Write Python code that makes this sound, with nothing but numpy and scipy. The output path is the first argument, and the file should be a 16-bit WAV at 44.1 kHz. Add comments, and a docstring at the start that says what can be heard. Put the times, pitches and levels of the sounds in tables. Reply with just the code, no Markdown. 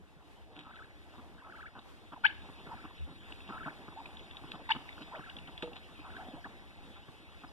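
"""Chicken and ducks in a shady pen

A chicken gives two sharp two-voiced yelps amid soft trills, squeaks, coos and clucks: pitch curves and
pulses through coloured filters. Ducks dabble in a plastic pool, flicking drops (rising bubbles, sprayed
noise) and bumping it once (damped modes). Ground, pen and trees return a faint echo; one far peep, dull
thuds, lapping and noise lie behind. The stereo microphone turns the phase between its channels with frequency."""
import sys
import numpy as np
from scipy import signal
from scipy.fft import rfft, irfft, next_fast_len
from scipy.io import wavfile
from scipy.ndimage import uniform_filter1d, map_coordinates

SR = 44100
rng = np.random.default_rng(int(sys.argv[2]) if len(sys.argv) > 2 else 0)


def file_out(sig):
    """Save sig as 16-bit WAV at sys.argv[1]."""
    # one column per channel
    cols = np.atleast_2d(sig).T
    # limit, then scale
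    lim = np.clip(cols, -1, 1)
    pcm = np.round(lim * 32767).astype(np.int16)
    wavfile.write(sys.argv[1], SR, pcm)


N = 331632


def amp(db):
    """Decibels to gain."""
    return 10 ** (np.asarray(db) / 20)


def unit(x):
    """Scale to rms 1."""
    return x / np.sqrt(np.mean(x ** 2) + 1e-20)


def along(points, hz):
    """Interpolate (frequency, value) points on a log frequency axis."""
    point_hz, value = np.transpose(points)
    return np.interp(np.log(hz + 1), np.log(point_hz + 1), value)


def times(length_s):
    """Sample times of a span."""
    return np.arange(int(length_s * SR)) / SR


def cycle(hz):
    """Running phase of a pitch curve, in radians."""
    return 2 * np.pi * np.cumsum(hz) / SR


def add(track, start_s, x):
    """Mix x into the track from start_s."""
    room = track[..., max(round(start_s * SR), 0):][..., :x.shape[-1]]
    room += x[..., :room.shape[-1]]


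def wobble(knots_per_s, size=N):
    """Smooth random curve through normally distributed knots."""
    knots = rng.standard_normal(int(size * knots_per_s / SR) + 4)
    return map_coordinates(knots, [np.arange(size) * knots_per_s / SR])


def filtered(x, response):
    """x times a complex response of frequency."""
    n = x.shape[-1]
    m = next_fast_len(n + 4096)
    return irfft(rfft(x, m) * response(np.fft.rfftfreq(m, 1 / SR)), m)[..., :n]


def coloured(x, spectrum):
    """x with a (frequency [Hz], level [dB]) colour, at rms 1."""
    return unit(filtered(x, lambda hz: amp(along(spectrum, hz))))


def resonate(x, spectrum, size=1024):
    """x through a causal, minimum-phase filter of the given (frequency [Hz], gain [dB]) colour."""
    cepstrum = irfft(np.log(amp(along(spectrum, np.fft.rfftfreq(size, 1 / SR)))))
    # fold onto positive time
    cepstrum[1:size // 2] *= 2
    cepstrum[size // 2 + 1:] = 0
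    return signal.fftconvolve(x, irfft(np.exp(rfft(cepstrum))))


def patchy(depth_db):
    """Noise whose level varies in patches of time and frequency."""
    z = signal.stft(rng.standard_normal(N), nperseg=512)[2]
    field = uniform_filter1d(rng.standard_normal(z.shape), size=6, axis=0)
    field = uniform_filter1d(field, size=7, axis=1)
    return signal.istft(z * amp(depth_db * unit(field)), nperseg=512)[1][:N]


# Yelps: (break time [s], low voice [Hz], low voice level [dB], high voice level before, after break [dB],
# high voice left-right before, after break [dB])
YELP_EVENTS = [(2.2626, 871, -34.5, -16, -23.5, 6.5, -0.5), (4.7166, 884, -26, -33, -23, 3, 2)]
# Yelp gesture: (time from break [s], high voice [Hz], low voice level [dB], high voice level [dB])
YELP_GESTURE = [(-.028, 1310, -31, -48), (-.0235, 1422, -8, -29), (-.017, 1472, -22, -7.5),
                (-.011, 1583, -2.5, 0), (-.0045, 1686, -0.5, 1), (-.0005, 1830, -3, -15),
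                (.0012, 2880, -7.5, -6), (.004, 3023, -23, -2), (.008, 3540, -24, -9),
                (.020, 3780, -46, -22)]
# Low voice overtones: (multiple, level [dB])
LOW_VOICE_OVERTONES = [(1, 3), (2, -1.5), (3, -15.5), (4, -5), (5, -27), (6, -27.5), (8, -18), (10, -25)]
# Yelp colour: (frequency [Hz], gain [dB])
YELP_COLOUR = [(300, -7), (700, -12), (900, -2), (1200, 4.5), (1600, -4), (1850, -5.5), (2150, 15.5),
               (2550, 5), (3050, 2.5), (3650, -9.5), (4300, 5), (5500, -24.5), (7000, -27.5), (12000, -22)]


def yelps(rough=0.11, coupling=0.17, jitter=0.048):
    """Each side of the syrinx has its own voice: one holds a low note, the other shoots upward."""
    out = np.zeros((2, N))
    when_s, *curves = np.transpose(YELP_GESTURE)
    t = when_s[0] + times(when_s[-1] - when_s[0])
    high_hz, low_swell_db, high_swell_db = [np.interp(t, when_s, c) for c in curves]
    for break_s, low_hz, level_db, before_db, after_db, pan_before_db, pan_after_db in YELP_EVENTS:
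        low_gain = amp(level_db + low_swell_db)
        high_gain = amp(np.where(t < 0, before_db, after_db) + high_swell_db)
        pan_db = np.where(t < 0, pan_before_db, pan_after_db)
        low_phase = cycle(low_hz * (1 + jitter * wobble(947, len(t))))
        high_phase = cycle(high_hz * (1 + 0.014 * wobble(790, len(t))))

        low = np.zeros(len(t))
        for k, db in LOW_VOICE_OVERTONES:
            low += amp(db) * np.sin(k * low_phase) * (1 + rough * wobble(891, len(t)))
        low *= low_gain

        # shared airflow: the low voice modulates the high one and gates the rasp
        high = np.sin(high_phase) + amp(-23) * np.sin(2 * high_phase)
        high *= high_gain * (1 + coupling * np.sin(low_phase))
        air_spectrum = [(500, -24), (1500, 0.5), (4000, -6), (6000, 2), (12000, -23)]
        air = coloured(rng.standard_normal(len(t)), air_spectrum)
        rasp = amp(-16) * (low_gain + 0.25 * high_gain) * (1 + np.sin(low_phase)) * air

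        voice = low + rasp + high * amp(np.outer([0.5, -0.5], pan_db))
        voice = np.array([resonate(side, YELP_COLOUR) for side in voice])
        add(out, break_s + when_s[0], np.sqrt(2) * voice)
    return out


def whistle(pitch_hz, overtone_db=-21, shimmer=0.31, jitter=0.025,
            flare_hz=1620, width_hz=240, boost_db=6, fade_s=0.0036):
    """Slightly hoarse tone of rms 1 that flares as its pitch sweeps through flare_hz."""
    n = len(pitch_hz)
    phase = cycle(pitch_hz * (1 + jitter * wobble(386, n)))
    flare = amp(boost_db * np.exp(-((pitch_hz - flare_hz) / width_hz) ** 2))
    fade = signal.windows.tukey(n, 2 * fade_s * SR / n)
    swell = flare * fade * (1 + shimmer * wobble(295, n))
    return unit(swell * (np.sin(phase) + amp(overtone_db) * np.sin(2 * phase)))


# Trills: (time of first flick's top [s], flicks, flick period [s],
# opening level [dB], closing level [dB], rasp level [dB]); levels before gains
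TRILL_EVENTS = [(.726, 3, 0.056, -57, -51, -61), (1.515, 4, 0.052, -58, -45.5, -58.5),
                (2.763, 3, 0.055, -57, -56, -55), (3.592, 3, 0.053, -45.5, -47, -51.5),
                (5.200, 3, .052, -56, -51, -54), (6.115, 3, 0.052, -59, -51, -54.5)]
TRILL_HZ, FLICK_HZ, FLICK_SHARPNESS = 1307, 2450, 3  # held note, top of a flick, exponent
LEAD_S, TAIL_S = 0.078, 0.021  # before the first flick's top, after the last


def trills(gain_db=-1, flick_db=-4, fall_db=-12):
    """A held note breaks into evenly spaced upward flicks; the level dips at the top of each flick."""
    out = np.zeros(N)
    for flick_s, flicks, period_s, open_db, close_db, _ in TRILL_EVENTS:
        t = times(LEAD_S + (round(flicks) - 1) * period_s + TAIL_S) - LEAD_S
        turn = np.maximum(t / period_s, -0.5) % 1
        lift = np.abs(2 * turn - 1) ** FLICK_SHARPNESS
        db = gain_db + np.linspace(open_db, close_db, len(t)) + flick_db * lift
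        db += fall_db * np.clip(1 - (t[-1] - t) / TAIL_S, 0, 1)
        pitch_hz = TRILL_HZ + (FLICK_HZ - TRILL_HZ) * lift
        add(out, flick_s - LEAD_S, amp(db) * whistle(pitch_hz))
    return out


# Squeaks: (time [s], length [s], start [Hz], end [Hz], level before gain_db [dB])
SQUEAK_EVENTS = [(1.415, 0.017, 1330, 850, -54.5), (2.16, 0.025, 1120, 694, -49.5),
                 (2.906, 0.013, 1280, 740, -53.5), (3.92, 0.011, 1365, 850, -54),
                 (4.888, 0.0074, 1470, 2660, -43), (4.978, 0.0065, 1150, 1750, -47.5),
                 (5.148, .024, 1380, 3290, -46.5), (6.164, 0.0087, 1450, 1720, -42.5),
                 (6.442, 0.018, 1530, 2090, -44)]


def squeaks(gain_db=-2.5):
    """Quick straight pitch glides, up or down."""
    out = np.zeros(N)
    for start_s, length_s, start_hz, end_hz, db in SQUEAK_EVENTS:
        pitch_hz = np.linspace(start_hz, end_hz, len(times(length_s)))
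        add(out, start_s, amp(db + gain_db) * whistle(pitch_hz))
    return out


# Coos: (time [s], length [s], top pitch [Hz], level before gain_db [dB])
COO_EVENTS = [(1.372, .05, 1730, -59), (2.706, .042, 967, -45), (3.96, 0.065, 944, -46),
              (5.115, .04, 1034, -47.5), (5.132, 0.053, 657, -48.5), (6.185, .055, 872, -49),
              (6.239, 0.092, 789, -54.5), (6.366, 0.036, 752, -57)]


def coos(gain_db=-2.0, droop=0.319, rough=0.052):
    """Low, hoarse notes that arch up to their top pitch and sink again."""
    out = np.zeros(N)
    for start_s, length_s, top_hz, db in COO_EVENTS:
        u = np.linspace(-1, 1, len(times(length_s)))
        tone = whistle(top_hz * (1 - droop * u ** 2), jitter=rough)
        add(out, start_s, amp(db + gain_db) * unit(np.sqrt(1 - u ** 2) * tone))
    return out


# Clucks: (time [s], length [s], chest level [dB], beak level before beak_gain_db [dB])
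CLUCK_EVENTS = [(0.556, 0.1, -58, -62), (1.179, 0.027, -53, -57), (1.751, 0.054, -56.5, -53),
                (2.12, .029, -53.5, -49), (2.485, .02, -50.5, -54.5), (2.666, 0.015, -49, -52),
                (2.84, 0.024, -49, -51.5), (3.07, 0.077, -55, -62), (3.489, 0.03, -46.5, -47),
                (3.658, 0.035, -44.5, -43), (3.88, .013, -46, -51.5), (4.435, .015, -48, -52.5),
                (4.534, 0.036, -52.5, -51.5), (4.748, .028, -44.5, -48), (5.008, 0.029, -49.5, -56),
                (5.19, 0.011, -45.5, -48.5), (5.478, .022, -52.5, -53), (5.988, 0.015, -51, -61),
                (6.283, 0.013, -46, -61), (6.331, .02, -45.5, -70), (6.451, 0.028, -51.5, -49),
                (7.081, 0.012, -48.5, -57), (7.434, 0.022, -53, -50.5)]
# Chest cavity: (frequency [Hz], gain [dB])
CHEST_GAIN = [(60, -32), (130, 9.5), (190, 0), (300, 6), (450, -6), (700, -7.5), (1500, -50.5)]
# Beak cavity: (frequency [Hz], gain [dB])
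BEAK_GAIN = [(250, -24), (550, -4), (800, 3), (1100, 1.5), (1400, 0), (2000, -14), (3200, -19),
             (5000, -36.5), (10000, -51)]
# Hoarse opening of a trill: start before first flick's top, length, chest against the trill's rasp level
RASP_LEAD_S, RASP_S, RASP_CHEST_DB = 0.072, 0.076, -19
FAINT_CLUCK_S, FAINT_CHEST_DB, FAINT_BEAK_DB = 0.038, -68, -59.5  # rest of the flock


def clucks(pulse_hz=250, jitter=0.192, air=0.1, beak_gain_db=1.0, faint_count=10):
    """Abrupt runs of uneven pulses ring chest and beak: clear clucks, faint ones, the rasps that open trills."""
    out = np.zeros(N)
    rasps = [(flick_s - RASP_LEAD_S, RASP_S, db + RASP_CHEST_DB, db) for flick_s, *_, db in TRILL_EVENTS]
    faint = []
    for k, place in enumerate(rng.random(faint_count)):
        start_s = (k + place) / faint_count * N / SR
        faint.append((start_s, FAINT_CLUCK_S, FAINT_CHEST_DB, FAINT_BEAK_DB))
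    for start_s, length_s, chest_db, beak_db in CLUCK_EVENTS + rasps + faint:
        t = times(length_s)
        n = len(t)
        turns = np.cumsum(pulse_hz * np.exp(jitter * wobble(150, n))) / SR
        pulses = np.diff(np.floor(turns + 0.5), prepend=0) * amp(4.1 * wobble(190, n))
        swell = np.minimum(t / 0.0019, 1) * np.minimum(3 * (1 - t / length_s), 1)
        source = (pulses + air * rng.standard_normal(n)) * swell
        for cavity, db in ((CHEST_GAIN, chest_db), (BEAK_GAIN, beak_db + beak_gain_db)):
            ring = resonate(source, cavity)
            add(out, start_s, amp(db) * ring * np.sqrt(n / np.sum(ring ** 2)))
    return out


# Spray colour: (frequency [Hz], level [dB])
SPRAY_SPECTRUM = [(500, -22.5), (2000, 5.5), (3000, 6.5), (3900, 7), (5000, -19.5), (9500, -24),
                  (14000, -44.5)]


def bubble(hz, t60_s, rise_per_s, tick_db=-9):
    """A drop ticks on the surface; the bubble it traps rings and rises in pitch."""
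    t = times(0.029)
    pitch_hz = hz * (1 + rise_per_s * (np.minimum(t, 0.012) - 0.003))
    ring = np.sin(cycle(pitch_hz)) * amp(-60 * t / t60_s) * (1 - np.exp(-t / 0.001))
    tick_gain = amp(tick_db - 60 * t / 0.027) * (1 - np.exp(-t / 0.0014))
    return ring + tick_gain * coloured(rng.standard_normal(len(t)), SPRAY_SPECTRUM)


# Loudest drops: (time [s], level before drop_gain_db [dB], bubble pitch 3 ms in [Hz])
DROP_EVENTS = [(1.7913, -47, 3800), (3.3222, -39, 2830), (3.4037, -44.5, 2660), (3.4767, -44, 2870),
               (4.0572, -39, 2480), (4.1702, -43, 3530), (4.194, -46, 3360), (4.31, -44.5, 3540),
               (4.3687, -38.5, 3720), (4.928, -46, 3530), (5.2976, -40.5, 2890), (5.3665, -39.5, 3450),
               (5.386, -41, 2840), (5.474, -43, 3050), (5.5773, -37.5, 3440), (5.7319, -42.5, 2740),
               (6.0015, -50, 2520)]
# Splashes of bills and wings: (time [s], level before attack and decay [dB], t60 [s])
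SPLASH_EVENTS = [(0.556, -56, 0.42), (.585, -52, 0.25), (0.756, -50, 0.059), (4.029, -52, 0.044),
                 (4.514, -42, 0.066), (4.888, -47.5, 0.037), (5.017, -43, 0.073), (5.623, -38.5, 0.1),
                 (5.758, -39.5, 0.07), (6.163, -45, 0.071)]
# Stirring of the water: (time [s], slosh level [dB], trickle level [dB]); before gains, also in lapping()
STIRRING = [(0.0, -64.5, -76.5), (0.86, -60.5, -68), (1.34, -59.5, -70), (2.16, -62, -69),
            (2.39, -56, -63.5), (2.68, -56, -63), (3.14, -60, -64), (3.41, -55, -61), (3.56, -54, -61.5),
            (3.77, -55, -63.5), (4.75, -57.5, -62), (4.92, -56, -61.5), (5.95, -57.5, -63.5),
            (6.24, -53.5, -63), (6.47, -57, -65), (7.52, -61.5, -66)]


def water(drop_gain_db=7, drip_count=260):
    """Single drops, many small ones at random times, louder where the water is stirred, and splashed spray."""
    out = np.zeros(N)
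    for start_s, db, hz in DROP_EVENTS:
        add(out, start_s, amp(db + drop_gain_db) * bubble(hz, t60_s=0.015, rise_per_s=14))
    for start_s, db, t60_s in SPLASH_EVENTS:
        t = times(0.25)
        noise = rng.standard_normal(len(t)) * amp(5 * wobble(500, len(t)))
        envelope = amp(db - 60 * t / t60_s) * (1 - np.exp(-t / 0.0013))
        add(out, start_s, envelope * coloured(noise, SPRAY_SPECTRUM))
    when_s, _, trickle_db = np.transpose(STIRRING)
    for place, pitch, size in rng.random((drip_count, 3)):
        start_s = place * N / SR
        busy_db = np.interp(start_s, when_s, trickle_db) - trickle_db.max()
        drip_db = busy_db - 60 + 14 * size ** 2
        drip = bubble(2200 + 1500 * pitch, t60_s=0.022, rise_per_s=20)
        add(out, start_s, amp(drip_db) * drip)
    return out


# Knocks of the bump: (time [s], level [dB])
KNOCKS = [(5.629, -33), (5.636, -34.5), (5.676, -42.5)]
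# Plastic shell modes: (frequency [Hz], level [dB], t60 [s])
SHELL_MODES = [(188, -11, 0.093), (320, -3, 0.099), (483, -6.5, 0.15), (617, -7, 0.062), (883, -5.5, 0.049),
               (1245, -8.5, 0.027)]


def pool():
    """A duck bumps the plastic shell, whose modes the water damps."""
    out, t = np.zeros(N), times(0.28)
    for start_s, db in KNOCKS:
        ring = np.zeros(len(t))
        for hz, mode_db, t60_s in SHELL_MODES:
            decay = amp(mode_db + rng.normal(0, 1.5) - 60 * t / t60_s)
            ring += decay * np.sin(2 * np.pi * hz * t + rng.uniform(0, 2 * np.pi))
        add(out, start_s, amp(db) * ring * (1 - np.exp(-t / 0.00029)))
    return out


def far_bird(start_s=7.468, length_s=0.035, start_hz=5050, end_hz=4900, db=-69):
    """A small bird in the trees gives one thin, slightly falling peep."""
    out, n = np.zeros(N), len(times(length_s))
    peep = np.sin(cycle(np.linspace(start_hz, end_hz, n))) * np.hanning(n)
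    add(out, start_s, amp(db) * unit(peep))
    return out


# Tree echo decay: (frequency [Hz], t60 [s])
TREE_T60 = [(200, 1), (900, 0.31), (1600, 0.43), (3500, 0.53), (10000, 0.45)]
# Nearby reflections: (delay [s], level [dB])
REFLECTIONS = [(0.0107, -29), (.019, -25), (.046, -22.5)]


def echo(x, early_db=-21, late_db=-21):
    """Ground and pen answer with a short noise tail, the trees with a longer one that decays by frequency."""
    hz, frame_s, z = signal.stft(rng.standard_normal((2, SR // 2)), SR, nperseg=256)
    decay = amp(-60 * frame_s / along(TREE_T60, hz)[:, None])
    late = signal.istft(z * decay, SR, nperseg=256)[1]
    t = np.arange(late.shape[1]) / SR
    early = rng.standard_normal(late.shape) * amp(-60 * t / 0.15)
    tail = (amp(early_db) * unit(early) + amp(late_db) * unit(late)) * (t > 0.004) / np.sqrt(len(t))
    tail = tail[0] + 0.87 * np.array([tail[1], -tail[1]])  # mid and side: channels share part of the tail
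    for delay_s, db in REFLECTIONS:
        tail[:, round(delay_s * SR)] += amp(db)
    return signal.fftconvolve(x[None], tail, axes=1)[:, :N]


# Slosh colour: (frequency [Hz], level [dB])
SLOSH_SPECTRUM = [(60, 7.5), (130, -0.5), (300, 1.5), (520, -4), (820, 0), (1300, -7.5), (1900, -11.5),
                  (2600, -26), (5000, -36.5), (14000, -44)]
# Trickle colour: (frequency [Hz], level [dB])
TRICKLE_SPECTRUM = [(800, -28), (2000, 5.5), (2800, 1), (3600, 3), (4300, -5), (5200, -12.5), (6500, -19.5),
                    (8200, -21), (9300, -16), (11000, -26.5), (14000, -26)]


def lapping(slosh_gain_db=1.83, trickle_gain_db=3.5):
    """Stirred water sloshes and trickles all along: two patchy noises that follow the stirring."""
    when_s, *levels = np.transpose(STIRRING)
    slosh_db, trickle_db = [np.interp(np.arange(N) / SR, when_s, c) for c in levels]
    slosh_gain = amp(slosh_db + slosh_gain_db + 1.3 * wobble(25))
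    slosh = slosh_gain * coloured(patchy(depth_db=2.5), SLOSH_SPECTRUM)
    trickle_gain = amp(trickle_db + trickle_gain_db + 0.23 * wobble(30))
    return slosh + trickle_gain * coloured(patchy(depth_db=3.0), TRICKLE_SPECTRUM)


# Thuds: (time [s], length [s], frequency [Hz], level [dB])
THUD_EVENTS = [(2.979, 0.11, 73.3, -41), (2.999, 0.031, 122, -53)]


def thuds():
    """Dull thuds somewhere in the yard: low sines under a bell-shaped envelope."""
    out = np.zeros(N)
    for start_s, length_s, hz, db in THUD_EVENTS:
        t = times(length_s)
        add(out, start_s, amp(db) * unit(np.sin(2 * np.pi * hz * t) * np.hanning(len(t))))
    return out


# Rumble colour: (frequency [Hz], level [dB])
RUMBLE_SPECTRUM = [(20, -34), (35, -44), (50, -3), (70, 0), (100, -3.5), (140, -19), (300, -39.5),
                   (900, -83)]
# Colour of each channel's own noise: (frequency [Hz], level [dB])
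HISS_SPECTRUM = [(30, -8), (60, 24), (130, -5), (300, 25.5), (700, 12), (3000, 9), (5500, -0.5),
                 (9500, -4.5), (13500, -9)]


def microphone_floor(rumble_db=-57, hiss_db=-66):
    """Low air rumble, nearly opposite in phase between the channels after record(), and each channel's noise."""
    rumble_gain = amp(rumble_db + 1.3 * wobble(8.4))
    rumble = rumble_gain * coloured(rng.standard_normal(N), RUMBLE_SPECTRUM)
    hiss_gain = amp(hiss_db + 2.6 * wobble(10))
    return rumble + hiss_gain * coloured(rng.standard_normal((2, N)), HISS_SPECTRUM)


def scene():
    """Birds and pool with their echo, over lapping, thuds and microphone noise."""
    birds = yelps() + trills() + squeaks() + coos() + clucks()
    near = birds + water() + pool() + far_bird()
    return near + echo(near.mean(axis=0)) + lapping() + thuds() + microphone_floor()


# Microphone phase: (frequency [Hz], lead of left over right [rad])
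PHASE_LEAD = [(80, -2.8), (125, -2.3), (170, -.5), (250, 0), (1150, -.25), (1600, -1.45), (2050, -3.1),
              (2400, -3.8), (2700, -6.5), (3350, -6.1), (4200, -3.2), (4700, -2.6), (5100, -.2),
              (5650, -.1), (6200, -3.1), (7100, -.3), (7700, 0), (8200, -2.4), (9300, -.6), (10400, -2.2),
              (11400, -.5), (12500, -2), (14000, -1)]
# Microphone balance: (frequency [Hz], left-right [dB])
BALANCE = [(60, 2), (150, -1.6), (400, -1.8), (900, -.5), (1550, 2), (2200, .3), (2900, 0), (3550, 2.5),
           (4300, 0), (6000, 0), (9000, -1.3), (13000, -2)]
TOP_HZ = 14200


def record(dry):
    """The microphone turns phase and balance between the channels; nothing passes from TOP_HZ up."""
    sides = np.array([[0.5], [-0.5]])

    def response(hz):
        """Half of each difference goes to each channel, with opposite signs."""
        return np.exp(1j * sides * along(PHASE_LEAD, hz)) * amp(sides * along(BALANCE, hz))

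    return filtered(filtered(dry, response), lambda hz: hz < TOP_HZ)


dry = scene()
out = record(dry)
file_out(out)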